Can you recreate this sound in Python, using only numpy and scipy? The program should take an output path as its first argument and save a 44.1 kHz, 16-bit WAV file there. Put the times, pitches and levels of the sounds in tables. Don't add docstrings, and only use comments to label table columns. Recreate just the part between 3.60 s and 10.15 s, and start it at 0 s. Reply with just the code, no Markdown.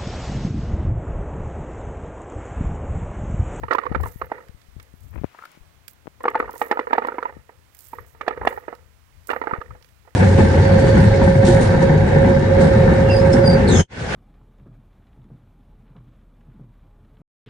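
import sys
import numpy as np
from scipy import signal
from scipy.fft import rfft, irfft, next_fast_len
from scipy.io import wavfile
from scipy.ndimage import uniform_filter1d, map_coordinates

SR = 44100
rng = np.random.default_rng(int(sys.argv[2]) if len(sys.argv) > 2 else 0)


def unload_wav(signal):
    wavfile.write(
        sys.argv[1],
        SR,
        np.round(np.clip(np.atleast_2d(signal).T, -1, 1) * 32767).astype(np.int16),
    )


N = 288855

# start in seconds, level in dB, favoured ring in Hz, hardness (treble) in dB.
LANDINGS = [(0.035, -17.5, 926, -1.5), (0.084, -23, 1190, 0.5), (0.11, -9, 1370, 2), (0.116, -14, 1180, 11),
            (0.127, -10.5, 1190, -6), (0.15, -8.5, 1000, 5), (0.184, -9, 1240, 4.5),
            (0.235, -22.5, 1070, 5.5), (0.255, -21, 940, 2.5), (0.265, -15.5, 1120, -2.5),
            (0.322, -22.5, 860, 2), (0.348, -12, 1330, -4.5), (0.356, -18.5, 1004, 6),
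            (0.402, -25, 793, -4), (0.437, -20, 1150, 6), (0.459, -22, 950, -13), (0.616, -15.5, 1180, 0.5),
            (0.718, -14.5, 850, -7), (0.783, -37, 970, 1), (0.807, -38, 500, 2), (1.199, -38.5, 1730, 26),
            (2.606, -32, 1040, 8.5), (2.64, -20, 1230, 1), (2.655, -10, 760, -5.0), (2.682, -10, 1190, 7),
            (2.746, -20, 1220, -6), (2.754, -9, 878, 2), (2.801, -11.5, 1260, 0), (2.827, -20, 475, -11),
            (2.845, -28.5, 900, -14.5), (2.878, -30.5, 1150, -8), (2.893, -24, 920, -13.5),
            (2.939, -28.5, 455, -9.5), (2.959, -32.5, 920, 1.5), (3.016, -8, 850, 5.5),
            (3.039, -31.5, 703, 2.5), (3.067, -31.5, 681, -0.5), (3.113, -6, 852, 13),
            (3.124, -12.5, 866, -2), (3.173, -14.5, 785, -10), (3.193, -9.5, 983, 4),
            (3.271, -16.5, 986, -12), (3.308, -18.5, 860, -18.5), (3.331, -4, 900, 5),
            (3.352, -18, 780, -9), (3.382, -5, 876, -3), (3.421, -17, 760, -2), (3.449, -14, 970, -1),
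            (3.474, -21.5, 880, 2), (3.486, -14, 944, -20.5), (3.521, -22, 1340, -18),
            (3.543, -22.5, 506, -8.5), (3.584, -14.5, 975, -21), (3.628, -17, 1290, 5.5),
            (3.655, -14.5, 1000, -13.5), (3.695, -29, 880, -22), (3.894, -36, 880, -23),
            (4.333, -22.5, 925, 0.5), (4.386, -28, 1150, -17), (4.549, -41, 774, -1),
            (4.611, -19.5, 1270, 16), (4.666, -28, 890, 0.5), (4.68, -7.5, 764, 11.5),
            (4.708, -16.5, 870, -5), (4.775, -19, 500, -5), (4.814, -19, 820, -32),
            (4.833, -25, 920, -16.5), (4.851, -15.5, 670, -6.5), (4.873, -4, 785, 12), (4.926, -24, 835, 2),
            (4.976, -19, 860, -11.5), (5.082, -18.5, 720, -20), (5.128, -23.5, 725, -23),
            (5.692, -19, 1340, 3), (5.702, -10, 1180, 7.5), (5.713, -15, 845, 11), (5.733, -14.5, 925, 3.5),
            (5.763, -16, 812, -7), (5.816, -14, 970, -4), (5.839, -20, 930, -0.5), (5.872, -11.5, 835, -29),
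            (5.911, -15, 930, -18.5), (5.936, -14, 1270, -12.5), (5.961, -27.5, 890, -7),
            (6.015, -23.5, 1290, 3.5), (6.108, -33, 1235, -8), (6.151, -38, 840, -13),
            (6.452, -48, 810, -2), (6.477, -39.5, 873, -17)]
# pitch in Hz, level in dB, 60 dB decay in seconds (limited in bucket_ring).
BUCKET_MODES = [(234, 2.5, 0.013), (370, -8, 0.019), (489, 14, 0.037), (688, 3.5, 0.014), (926, 4.5, 0.024),
                (1250, 7, 0.013), (1770, 1, 0.0048), (2296, -8.5, 0.0033), (2840, -4.5, 0.0065),
                (3475, -9, 0.015), (4070, -33.5, 0.017)]
# frequency in Hz, gain in dB.
CONTACT_TONE = [(40, -26.5), (160, -24), (230, -5), (300, -1.5), (2200, 10), (3300, -10), (4500, -5.5),
                (8000, -34.5)]
# start in seconds, level in dB, woody part relative to that in dB.
SHARP_CLICKS = [(0.133, -40, 18.5), (0.151, -34, 0.5), (0.4102, -36, -8.5), (0.4325, -33, -11),
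                (0.4579, -40, -23), (0.884, -52, 10.5), (1.016, -52.5, 9.5), (1.1987, -46, 8),
                (1.228, -38.5, -19), (1.853, -40.5, 0), (1.916, -43, -27), (2.28, -25.5, -3.5),
                (2.633, -37.5, -20.5), (2.701, -35.5, -20.5), (2.7934, -38, -8.5), (2.908, -32.5, -16),
                (2.9302, -36, -7), (2.954, -38.5, -10), (2.9786, -38, -18.5), (3.0826, -38, -22.5),
                (3.4707, -34.5, -0.5), (4.1476, -34, -8), (4.1684, -40.5, -14.5), (4.1898, -31.5, -26),
                (4.2061, -34, -25), (4.464, -45, -31), (4.8535, -35.5, -28), (5.1506, -43, 0.5),
                (5.671, -28, -20), (6.225, -52, 13), (6.245, -50.5, 11), (6.288, -52, 4.5)]
# loudest moment in seconds, level in dB, swell and fade in seconds.
STALK_PULLS = [(0.48, -49, 0.088, .2), (1.44, -62, 0.15, .27), (2.282, -45.5, .004, 0.06),
               (2.99, -45, .08, 0.18), (4.25, -48.5, 0.13, .2), (4.471, -56, 0.011, .12),
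               (4.89, -50, .004, 0.16), (5.676, -50.5, 0.0043, .14), (6.27, -67, 0.047, .1)]
# frequency in Hz, gain in dB.
SWISH_TONE = [(1500, -31), (5000, -22), (9000, -25.5), (12000, -8), (14000, -6), (16000, -8)]
# start in seconds, level in dB, favoured ring in Hz.
RIM_TAPS = [(1.748, -45, 950), (1.788, -41.5, 1260), (1.821, -42.5, 1330), (1.838, -41, 1370),
            (1.854, -43, 1420)]
# time in seconds, share covered from 0 to 1.
PORT_COVER = [(0, 1), (1.52, 0.99), (1.66, 0.032), (1.95, 0.083), (2.0, 0.94), (6.55, 0.98)]
# time in seconds, gain in dB.
FINGER_LEAK = [(0, -1), (.35, -4), (.72, 3.5), (2.6, 7.5), (2.82, 7.5), (3.0, 1.5), (3.4, 2), (4.7, -1),
               (4.87, 4), (5.0, -2)]
# frequency in Hz, gain in dB.
COVERED_TONE = [(30, 0.5), (200, -2), (500, -6.5), (1500, -11.5), (2500, -21.5), (3300, -10), (5000, -25),
                (8000, -58), (16000, -42.5)]
FREED_TONE = [(300, 6.5), (3000, 6.5), (7000, -1), (16000, -15.5)]
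# loudest moment in seconds, rumble level in dB.
HAND_SHIFTS = [(.03, -24), (.32, -30.5), (.37, -32), (.42, -17.5), (.64, -35), (1.18, -38.5), (1.45, -35.5),
               (1.57, -28), (2.86, -35.5), (3.78, -38.5), (4.41, -39.5), (4.83, -29.5), (4.97, -42),
               (5.19, -48.5), (5.73, -44.5), (6.11, -35.5)]
# start in seconds, level in dB, time
# constant in seconds.
PORT_PUSHES = [(0.315, -6.5, 0.00081), (0.363, -9.5, 0.00075), (0.559, -20, 0.0015), (0.894, -25.5, 0.0016),
               (0.946, -29, 0.0019), (1.085, -35, 0.0022), (1.165, -22.5, 0.0014), (1.339, -28, 0.001),
               (1.564, -19.5, 0.00046), (1.615, -17, 0.0012), (1.636, -17, 0.00036), (1.643, -3.5, 0.00044),
               (1.974, -33, 0.00057), (2.011, -32.5, 0.0031), (2.458, -29, 0.00043), (2.471, -18, 0.00018),
               (2.477, -17.5, 0.00036), (3.768, -23, 0.00062), (5.556, -42.5, 0.0025),
               (5.931, -14.5, 0.00066), (5.984, -18, 0.0018)]
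# frequency in Hz, gain in dB.
CASE_TONE = [(15, -54.5), (45, -1.5), (80, 3), (130, -8), (220, -20), (400, -31.5), (1000, -40.5),
             (3000, -86.5)]
# frequency in Hz, gain in dB.
AIR_TONE = [(20, -18.5), (80, -7), (200, -1), (1000, 2), (2200, -0.5), (3300, -5.5), (7000, -9.5),
            (12000, -12.5), (16000, -10)]


def fruit_landings():
    wall, cracks = np.zeros((2, N)), np.zeros((2, N))
    for start, db, peak_hz, hard_db in LANDINGS:
        knock_db = -9 + 2 * rng.standard_normal()
        blow = bucket_ring(peak_hz, knock_db, hard_db, focus_db=7, spread_db=2, stereo_phase=1.1)
        add(wall, start - .001, amp(db) * blow)
        add(cracks, start, amp(db + 0.8 * hard_db - 21.5) * burst(t60_s=0.029, rise_s=0.001))
    crack_tone = [(300, -73), (2500, 7), (4000, 2), (8000, -13.5), (16000, -23.5)]
    return coloured(wall, CONTACT_TONE) + coloured(cracks, crack_tone)


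def bucket_ring(peak_hz, low_db, high_db, focus_db, spread_db, stereo_phase):
    t = np.arange(SR // 8) / SR
    hz, db, t60 = np.transpose(BUCKET_MODES)[:, :, None]
    t60 = t60.clip(.01, .036)
    detune, scatter, phase = rng.standard_normal((3, len(hz), 1))
    nearest = np.argmin(np.abs(hz - peak_hz))
    hz = hz * (1 + 0.028 * detune)
    hz[nearest] = peak_hz
    treble = np.clip(np.log(hz / 1300) / 0.44, 0, 1)
    db = db + spread_db * scatter + low_db * (hz < 620) + high_db * treble
    db -= 4 * (hz > 620) * (hz < .85 * peak_hz)
    decay = amp(db - 60 * t / t60)
    left_phase = stereo_phase * np.sqrt(hz / 1000) * phase
    modes = np.array([decay * np.sin(2 * np.pi * hz * t + shift) for shift in (left_phase, 0)])
    wall = modes.sum(axis=1)
    spot = wall + amp(focus_db) * modes[:, nearest]
    blow = np.exp(-((t - .0006) / .00015) ** 2) / 14
    chatter = amp(-25.5) * np.exp(-((t - .003) / 0.0038) ** 2) * rng.standard_normal(len(t))
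    rattle = amp(-35 - 60 * t / 0.11) * rng.standard_normal(len(t))
    pair = sum(signal.fftconvolve(body, push[None], axes=1)[:, :len(t)]
               for body, push in ((spot, blow + chatter), (wall, rattle)))
    return pair / pair[:, :SR // 80].std(axis=1, keepdims=True) / 3.1


def heap_patter():
    contacts_per_s, roll_t60_s = 70, 0.37
    patter = np.zeros((2, N))
    for peak_hz in (523, 891, 1180, 1488, 1870):
        hits = rng.random(N) < contacts_per_s / SR
        blows = hits * amp(3.5 * rng.exponential(size=N).clip(0, 3))
        ring = bucket_ring(peak_hz, low_db=-5, high_db=5, focus_db=-3, spread_db=3, stereo_phase=.9)
        patter += signal.fftconvolve(blows[None], ring, axes=1)[:, :N]
    stirs = [(start, -23 + 0.78 * db) for start, db, *_ in LANDINGS]
    power = swells(stirs, rise_s=0.0035, fall_s=roll_t60_s / np.log(1000) / 2)
    return np.sqrt(power) * unit(coloured(patter, CONTACT_TONE))


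def sharp_clicks():
    bright, wood = np.zeros((2, N)), np.zeros((2, N))
    for start, db, wood_db in SHARP_CLICKS:
        add(wood, start, amp(db + wood_db) * burst(t60_s=.022, rise_s=.0002))
        add(bright, start, amp(db) * burst(t60_s=.022, rise_s=.0002))
    bright_tone = [(1500, -33.5), (4500, -9), (7000, -2.5), (16000, 1.5)]
    wood_tone = [(600, -20.5), (1600, 7), (2500, 4), (5000, 3), (9000, -16)]
    return coloured(bright, bright_tone) + coloured(wood, wood_tone)


def stalk_swish():
    pull, firm = np.zeros(N), np.zeros(N)
    for loudest, db, rise, fall in STALK_PULLS:
        force = curve([(loudest - rise, 0), (loudest, 1), (loudest + fall, 0)])
        pull += amp(db) * force ** 0.48
        firm += amp(db) * force ** 2.7
    firm_tone = [(2500, -15.5), (5500, -10.5), (8000, -3), (11000, -7), (14000, -3)]
    return pull * rasp(SWISH_TONE, patchy_db=3.5) + amp(5.5) * firm * rasp(firm_tone, patchy_db=0)


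def rasp(tone, patchy_db):
    catches = (rng.random(N) < 250 / SR) * rng.exponential(size=N)
    ticks = signal.lfilter([1], [1, -.985], catches)
    spectra = signal.stft(rng.standard_normal((2, N)) * (1 + 1.8 * ticks), nperseg=256)[2]
    patches = uniform_filter1d(rng.standard_normal(spectra.shape[1:]), 9, axis=0)
    patches = unit(uniform_filter1d(patches, 6, axis=1))
    grain = signal.istft(spectra * amp(patchy_db * patches), nperseg=256)[1][:, :N]
    return unit(coloured(grain, tone))


def rim_drag():
    taps = np.zeros((2, N))
    for start, db, peak_hz in RIM_TAPS:
        tap = bucket_ring(peak_hz, low_db=-22, high_db=0, focus_db=10, spread_db=2, stereo_phase=.6)
        add(taps, start - .001, amp(db) * tap)
    power = swells([(start, db - 16.5) for start, db, _ in RIM_TAPS], rise_s=0.019, fall_s=0.019)
    scrape = unit(coloured(rng.standard_normal((2, N)), [(500, -18), (1300, 4), (3000, -20)]))
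    return coloured(taps, CONTACT_TONE) + np.sqrt(power) * scrape


def handling():
    still_hand_db = -52.5
    cover = curve(PORT_COVER)
    rumble = coloured(rng.standard_normal(N), CASE_TONE)
    rumble_power = np.abs(uniform_filter1d(rumble ** 2, size=SR // 25))
    rumble = unit(amp(2.2 * wobble(12)) * rumble / rumble_power ** 0.2)
    shifting = swells(HAND_SHIFTS, rise_s=0.0155, fall_s=0.019)
    resting = amp(2 * still_hand_db) * cover.clip(0, 1) ** 2
    left = np.sqrt(shifting + resting) * rumble
    for start, db, time_constant in PORT_PUSHES:
        age = np.arange(SR // 20) / SR / time_constant
        add(left, start, -amp(db) * age ** 2 * (3 - age) * np.exp(-age))
    lift_speed = uniform_filter1d(np.clip(-np.gradient(cover) * SR, 0, None), size=SR // 40)
    skin = rng.standard_normal(N) * amp(8 * wobble(300))
    scratch = coloured(skin, [(100, 12.5), (500, -6.5), (2500, -15), (5000, -72.5)])
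    left += amp(-49.5) * lift_speed * unit(scratch)
    return np.array([left, np.zeros(N)])


def open_air():
    shared, separate = rng.standard_normal(N), rng.standard_normal((2, N))
    air = separate + coloured(shared, [(60, 14.5), (300, -9), (700, -19), (2000, -4.5)])
    drift = amp(.8 * wobble(3))
    return amp(-57.5) * drift * unit(coloured(air, AIR_TONE))


def burst(t60_s, rise_s):
    t = np.arange(SR // 20) / SR
    return rng.standard_normal((2, len(t))) * amp(-60 * t / t60_s) * (1 - np.exp(-t / rise_s))


def swells(rows, rise_s, fall_s):
    t = np.arange(N) / SR
    return sum(amp(2 * db) * np.exp(np.minimum((t - s) / rise_s, (s - t) / fall_s)) for s, db in rows)


def coloured(x, tone):
    size = 2 * next_fast_len(N // 2 + 4096)
    hz, db = np.transpose(tone)
    gain_db = np.interp(np.log(np.fft.rfftfreq(size, 1 / SR) + 1), np.log(hz + 1), db)
    cepstrum = irfft(np.log(amp(gain_db)), size)
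    cepstrum[1:size // 2] *= 2
    cepstrum[size // 2 + 1:] = 0
    return irfft(rfft(x, size) * np.exp(rfft(cepstrum)), size)[..., :N]


def curve(rows):
    return np.interp(np.arange(N) / SR, *np.transpose(rows))


def wobble(rate):
    return map_coordinates(rng.standard_normal(int(N * rate / SR) + 4), [np.arange(N) * rate / SR])


def add(track, start_s, sound):
    k = max(round(start_s * SR), 0)
    track[..., k:k + sound.shape[-1]] += sound[..., :track.shape[-1] - k]


def amp(db):
    return 10 ** (np.asarray(db) / 20)


def unit(x):
    return x / np.sqrt(np.mean(x ** 2) + 1e-20)


def scene():
    bucket = fruit_landings() + heap_patter() + rim_drag()
    left, right = bucket + sharp_clicks() + stalk_swish() + open_air()
    cover = curve(PORT_COVER).clip(0, 1)
    muffled = amp(curve(FINGER_LEAK)) * coloured(left, COVERED_TONE)
    left = cover * muffled + (1 - cover) * coloured(left, FREED_TONE)
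    return np.array([left, right]) + handling()


def record(dry):
    shelf_hz, cutoff_hz = 15800, 16600
    noisy = dry + amp(-79) * rng.standard_normal(dry.shape)
    rounded = noisy / (1 + np.abs(noisy / .98) ** 4) ** (1 / 4)
    hz = np.fft.rfftfreq(N, 1 / SR)
    return irfft(rfft(rounded) * np.where(hz < shelf_hz, 1, amp(-24)) * (hz < cutoff_hz), N)


dry = scene()
out = record(dry)
unload_wav(out)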